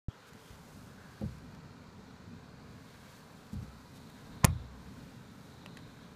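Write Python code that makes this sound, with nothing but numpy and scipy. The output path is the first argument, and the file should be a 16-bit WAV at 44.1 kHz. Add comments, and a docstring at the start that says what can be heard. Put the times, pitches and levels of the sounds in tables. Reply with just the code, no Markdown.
"""Flood water wells up from a manhole at night, heard from a sheltered, boomy spot, probably a car.
The microphone switches on with a soft pop. The dome of water churns, the sheet running over the street
splashes and gurgles, and fine spray hisses. A hand shifts on the camera: skin and sleeve rub, soft bumps
boom in the cabin, loose parts click. Near 4.4 s the grip squeaks and one sharp knock rattles the casing.
The water rushes on, with more rubbing and a few faint clicks."""
import sys
import numpy as np
from scipy import signal
from scipy.fft import rfft, irfft, next_fast_len
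from scipy.io import wavfile
from scipy.ndimage import uniform_filter1d

SR = 44100
rng = np.random.default_rng(int(sys.argv[2]) if len(sys.argv) > 2 else 0)


def persist_wave(psi):
    """Save psi, clipped to +-1, as 16-bit WAV."""
    counts = np.round(np.clip(psi, -1, 1) * 32767).astype(np.int16)
    wavfile.write(sys.argv[1], SR, np.atleast_2d(counts).T)


N = 271215
T = np.arange(N) / SR

# tone of the rushing water (frequency [Hz], relative level [dB])
WATER_TONE = [(20, -17), (45, -10), (85, -2), (155, 1), (265, -2), (340, -12.5), (440, -9.5), (750, -16),
              (1050, -14.5), (1550, -17), (2700, -25), (7000, -30), (9500, -39.5), (15000, -42)]
# stronger surges of the dome (time [s], relative level [dB], half length [s])
SURGES = [(1.47, -2.5, 0.17), (2.32, 1, 0.12), (2.786, 1, .09), (3.967, 2, 0.12), (4.35, 0.5, 0.11),
          (5.1, -2.5, 0.35), (5.8, -2.5, 0.23)]
# ringing pockets of trapped air (pitch [Hz], half width of the filter [Hz], relative level [dB])
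AIR_POCKETS = [(422, 26, -2), (766, 96, -0.5), (965, 130, 1), (1307, 130, 0), (1512, 130, -2.5),
               (2406, 110, -8.5)]
# brief, narrow swells of hiss and rustle (time [s], level [dB], half length [s], pitch [Hz])
RUSTLES = [(.13, -68, .04, 3200), (.2, -70, .04, 4050), (0.472, -71, 0.12, 3180), (1.07, -65, .12, 1600),
           (4.053, -70.5, 0.19, 3800), (4.486, -65, .17, 3844), (5.757, -69, 0.31, 4010)]
# tone of rubbing skin (frequency [Hz], relative level [dB])
SKIN_TONE = [(500, -18), (2400, -1.5), (5000, 1), (8000, -1), (11000, -4), (15000, -6)]
# tone of the rubbing sleeve (frequency [Hz], relative level [dB])
SLEEVE_TONE = [(700, -16), (1200, -2), (1550, 8), (1900, 3), (2400, -1.5), (3150, -3.5), (3700, -0.5),
               (4700, -6), (7000, -15.5), (10000, -21)]
# slides and scuffs of the hand (time [s], skin level [dB], sleeve level [dB], half length [s])
STROKES = [(.283, -64, -64, .014), (.3, -74, -64, .17), (0.486, -65, -71, 0.14), (0.75, -65, -88, 0.24),
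           (1.207, -69, -66, 0.28), (1.386, -66, -80, .005), (2.9, -70, -66, 0.24), (3.124, -66, -63, 0.14),
           (3.415, -69.5, -74, 0.42), (3.535, -60.5, -80, 0.014), (3.632, -64, -82, 0.013),
           (3.965, -63, -74, 0.019), (4.033, -69, -76, 0.46), (4.32, -72.5, -66, 0.32),
           (5.005, -69, -68.5, 0.32), (5.44, -69, -82, 0.2), (5.95, -73, -73, 0.57)]
# notes the cabin booms at (pitch [Hz], relative level [dB], time to fade by 60 dB [s])
CABIN_NOTES = [(64.3, -16.5, 1.3), (86, -3, 0.35), (120, -4, .44), (155.6, 1, 0.26), (200.7, 2.5, 0.2),
               (237, -3, 0.093), (296, -3.5, 0.12), (410, -9.5, 0.052), (524, -4, 0.16), (820, -3.5, 0.078)]
# soft bumps (time [s], peak level [dB], treble cutoff [Hz], ring time [share of the cabin's])
BUMPS = [(0.32, -45.5, 296, 0.2), (.349, -42.5, 595, 0.36), (0.5, -45, 105, 0.24), (1.212, -28, 615, 0.51),
         (1.2336, -26.5, 228, 0.5), (3.529, -31.5, 257, 0.54), (3.559, -38.5, 123, 0.54),
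         (3.624, -36, 280, 0.36), (4.468, -23, 130, 1.03)]
# clicks of the casing (time [s], snap level [dB], chatter level [dB], ring level [dB],
# chatter pitch [Hz], time for the chatter to fade by 60 dB [s])
CLICKS = [(.334, -50, -53.5, -62, 5500, .01), (1.212, -53, -58, -65, 11100, .008),
          (1.549, -57, -57, -63, 5440, 0.0097), (4.099, -52, -56, -60, 10000, .016),
          (4.4449, -21, -17, -22, 4100, .003), (4.4477, -8, -14.5, -31, 7500, 0.0025),
          (4.4506, -15.5, -13, -28.5, 8800, 0.0043), (4.4603, -37, -46.5, -47, 8000, 0.007),
          (5.661, -50, -40, -49, 2200, 0.013), (5.771, -54, -43, -59, 2080, 0.021),
          (5.790, -53, -52, -60, 2200, .008)]
# brief, high notes of a hard contact (pitch [Hz], relative level [dB], time to fade by 60 dB [s])
SNAP_NOTES = [(7140, -2, 0.0029), (9800, -8, 0.0012), (12500, -3, 0.00095)]
# notes the casing rings at (pitch [Hz], relative level [dB], time to fade by 60 dB [s])
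CASING_NOTES = [(580, -12, 0.026), (600, 1.5, .025), (688, -13, 0.012), (887, -2, .012),
                (1020, 5.5, 0.0094), (1200, 0.5, 0.015), (1410, -12, 0.0036), (1825, 4, 0.0086),
                (2170, -3, .013)]

MIC_ON_S = 0.0841


def undb(db):
    """Turn decibels into a number to multiply by."""
    return 10 ** (np.asarray(db) / 20)


def unit(x):
    """Scale a signal to an average power of 1."""
    return x / np.sqrt(np.mean(x ** 2) + 1e-20)


def colour(x, points):
    """Shape a sound's tone with a curve of (frequency [Hz], level [dB]) points."""
    hz, db = np.transpose(points)
    size = next_fast_len(len(x))
    freqs = np.maximum(np.fft.rfftfreq(size, 1 / SR), 1)
    gain = undb(np.interp(np.log(freqs), np.log(hz), db))
    return irfft(rfft(x, size) * gain, size)[:len(x)]


def band(x, hz, width_hz):
    """Keep the part of a sound near one pitch."""
    hz = min(hz, .45 * SR)
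    return signal.lfilter(*signal.iirpeak(hz, hz / min(width_hz, SR / 3), fs=SR), x)


def wander(rate):
    """A smooth random curve, about 1 in size, that heads for a new value rate times a second."""
    hold = max(int(SR / rate), 1)
    steps = np.repeat(rng.standard_normal(N // hold + 1), hold)
    return unit(uniform_filter1d(uniform_filter1d(steps, hold), hold)[:N])


def fade(t, fade_s):
    """Die away by 60 dB every fade_s seconds."""
    return np.exp(-np.log(1000) * t / fade_s)


def ring(notes, t, share=1):
    """The fading notes of a struck object; share scales how long they last."""
    return sum(undb(db) * np.sin(2 * np.pi * hz * t) * fade(t, fade_s * share)
               for hz, db, fade_s in notes)


def add(out, s, sound):
    """Mix a sound in at s seconds."""
    start = int(s * SR)
    out[start:start + len(sound)] += sound[:N - start]


def hollow(x):
    """Add an echo off a nearby surface; its delay drifts as the microphone moves."""
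    delay_s = 0.001913 + 0.00014 * wander(1.4)
    return unit(x + undb(-14) * np.interp(T - delay_s, T, x))


def swell(s, db, half_s):
    """A bell-shaped rise and fall in loudness that peaks at s seconds."""
    return undb(db) * np.exp(-((T - s) / half_s) ** 2)


def swells(rest_db, events):
    """A steady level with swells on top; their powers add."""
    return np.sqrt(undb(rest_db) ** 2 + sum(swell(*event) ** 2 for event in events))


def switch_on_pop(level_db=-19.5, hz=110, decay_s=0.0043):
    """The microphone switches on: a low note that dies almost at once."""
    t = np.maximum(T - MIC_ON_S, 0)
    return -undb(level_db) * np.sin(2 * np.pi * hz * t) * np.exp(-t / decay_s)


def water(level_db=-52, shield_db=-17, open_s=0.34, opening_s=0.3):
    """The dome heaves and churns low; the sheet running off it splashes, gurgles and bubbles."""
    heave_db = 0.5 * wander(3.86)
    rush = unit(colour(rng.standard_normal(N), WATER_TONE))
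    churn = signal.sosfiltfilt(signal.butter(2, 350, fs=SR, output="sos"), rush)
    sheet = rush - churn
    splash = undb(-12.5) * gurgle() + undb(-22.5) * bubbles()
    splash += hollow(sheet) * np.std(sheet) * undb(-3 + 0.39 * wander(14))
    # the churning starts shielded and opens up as the camera swings out
    shielded = (1 - np.tanh((T - open_s) / opening_s)) / 2
    churn *= swells(-0.12, SURGES) * undb(shield_db * shielded + heave_db + 1.1 * wander(10))
    return undb(level_db) * (churn + splash * undb(0.21 + .3 * heave_db))


def gurgle():
    """Each pocket of trapped air rings at its own pitch, swelling and fading at random."""
    out = np.zeros(N)
    for hz, half_width_hz, db in AIR_POCKETS:
        loudness = undb(db + 2.4 * wander(6))
        pocket = band(rng.standard_normal(N), hz, 2 * half_width_hz)
        out += loudness * unit(band(pocket, hz, 2 * half_width_hz))
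    return unit(out)


def bubbles(count=1500, low_hz=454, high_hz=2225, cycles=22, spread_db=2.5):
    """Bubbles of all sizes, each a short ring that rises in pitch."""
    out, t = np.zeros(N), T[:SR // 40]
    for when, smallness, strength in rng.random((count, 3)):
        hz = low_hz * (high_hz / low_hz) ** smallness
        life_s = cycles / hz
        chirp = np.sin(2 * np.pi * hz * t * (1 + 0.077 * np.minimum(t / life_s, 1)))
        db = -spread_db * np.log(1 - .98 * strength)  # many quiet, a few loud
        add(out, when * T[-1], undb(db) * chirp * fade(t, life_s))
    return unit(out)


def spray_and_rustles(spray_db=-72, rise_s=1.4, start_hz=4340, fall_hz_per_s=70):
    """Fine spray fades in and sinks in pitch; hiss and rustle swell briefly, each at its own pitch."""
    spray = narrow_hiss(start_hz - fall_hz_per_s * T, half_width_hz=450)
    spray *= undb(spray_db) * np.minimum(T / rise_s, 1)
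    rustles = sum(narrow_hiss(hz, 0.073 * hz) * swell(s, db, half_s) for s, db, half_s, hz in RUSTLES)
    return (spray + rustles) * undb(0.54 * wander(21))


def narrow_hiss(centre_hz, half_width_hz):
    """Noise gathered around one wandering pitch."""
    hiss = signal.sosfilt(signal.butter(2, half_width_hz, fs=SR, output="sos"), rng.standard_normal(N))
    hz = centre_hz * (1 + .02 * wander(6))
    return unit(hiss * np.sin(2 * np.pi * np.cumsum(hz) / SR))


def rubbing(skin_rest_db=-86.5, sleeve_rest_db=-81):
    """Grainy skin and duller cloth rub the casing, faint at rest and swelling with each stroke."""
    when, skin_db, sleeve_db, half_s = np.transpose(STROKES)
    skin = unit(colour(rng.standard_normal(N) * undb(1.2 * wander(400)), SKIN_TONE))
    sleeve = hollow(colour(rng.standard_normal(N), SLEEVE_TONE)) * undb(1.5 * wander(25))
    skin *= swells(skin_rest_db, zip(when, skin_db, half_s))
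    sleeve *= swells(sleeve_rest_db, zip(when, sleeve_db, half_s))
    return skin + sleeve


def bumps():
    """Soft pushes set the cabin booming; the softer the contact, the duller the boom."""
    out, t = np.zeros(N), T[:SR]
    build_up = 1 - np.exp(-t / 0.0035)
    for s, db, top_hz, share in BUMPS:
        rumble = unit(band(rng.standard_normal(SR), 160, 200)) * fade(t, 0.36 * share)
        boom = build_up * (ring(CABIN_NOTES, t, share) + undb(-5) * rumble)
        softness = signal.butter(3, [28 + top_hz / 9, top_hz], "band", fs=SR, output="sos")
        boom = signal.sosfilt(softness, boom)
        add(out, s, undb(db) * boom / np.abs(boom).max())
    return out


def casing_clicks():
    """Loose parts snap, chatter and ring; the loudest cluster is the rattle of the knock."""
    out, t = np.zeros(N), T[:SR // 8]
    for s, snap_db, chatter_db, ring_db, hz, fade_s in CLICKS:
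        snap = undb(snap_db) * ring(SNAP_NOTES, t)
        chatter = unit(band(rng.standard_normal(len(t)), hz, .5 * hz)) * fade(t, fade_s)
        add(out, s, snap + undb(chatter_db) * chatter - undb(ring_db) * ring(CASING_NOTES, t))
    # the small shell gives off little below its lowest note
    out = signal.sosfilt(signal.butter(2, 430, "high", fs=SR, output="sos"), out)
    # close, padded walls give a short, dull echo
    dull_noise = band(band(rng.standard_normal(len(t)), 810, 3000), 730, 2700)
    walls = unit(dull_noise) * fade(t, 0.15)
    return out + undb(-45.5) * signal.fftconvolve(out, walls)[:N]


def squeak(time_s=4.4412, level_db=-30, hz=1040, half_s=0.0045):
    """The grip slips just before the knock: one brief note, roughened with noise."""
    roughness = unit(band(band(rng.standard_normal(N), hz, hz), hz, hz))
    slip = np.sin(2 * np.pi * hz * (T - time_s)) + undb(-8.5) * roughness
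    return swell(time_s, level_db, half_s) * slip


def knock(time_s=4.4478, level_db=-9, flex_hz=126.5):
    """The hard knock bends the shell once, in and out, making a low thump."""
    phase = np.pi * flex_hz * (T - time_s)
    return undb(level_db) * (1 - 2 * phase ** 2) * np.exp(-phase ** 2)


def scene():
    """Water outside and a hand close by, in one channel."""
    mix = water() + spray_and_rustles() + rubbing() + bumps() + casing_clicks() + squeak() + knock()
    return mix[None]


def record(dry, duck_above_db=-20.5, recover_s=0.1, top_hz=15000):
    """Silent until the microphone pops on; it turns down after loud sound and cuts the highest treble."""
    keep = np.exp(-1 / (recover_s * SR))
    smoothing = [1 - keep], [1, -keep]
    power = signal.lfilter(*smoothing, signal.lfilter(*smoothing, dry ** 2))
    gain = 1 / np.sqrt(1 + power / undb(duck_above_db) ** 2)
    treble_cut = signal.ellip(10, .2, 80, top_hz, fs=SR, output="sos")
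    return signal.sosfilt(treble_cut, gain * dry * (T > MIC_ON_S) + switch_on_pop())


dry = scene()
out = record(dry)
persist_wave(out)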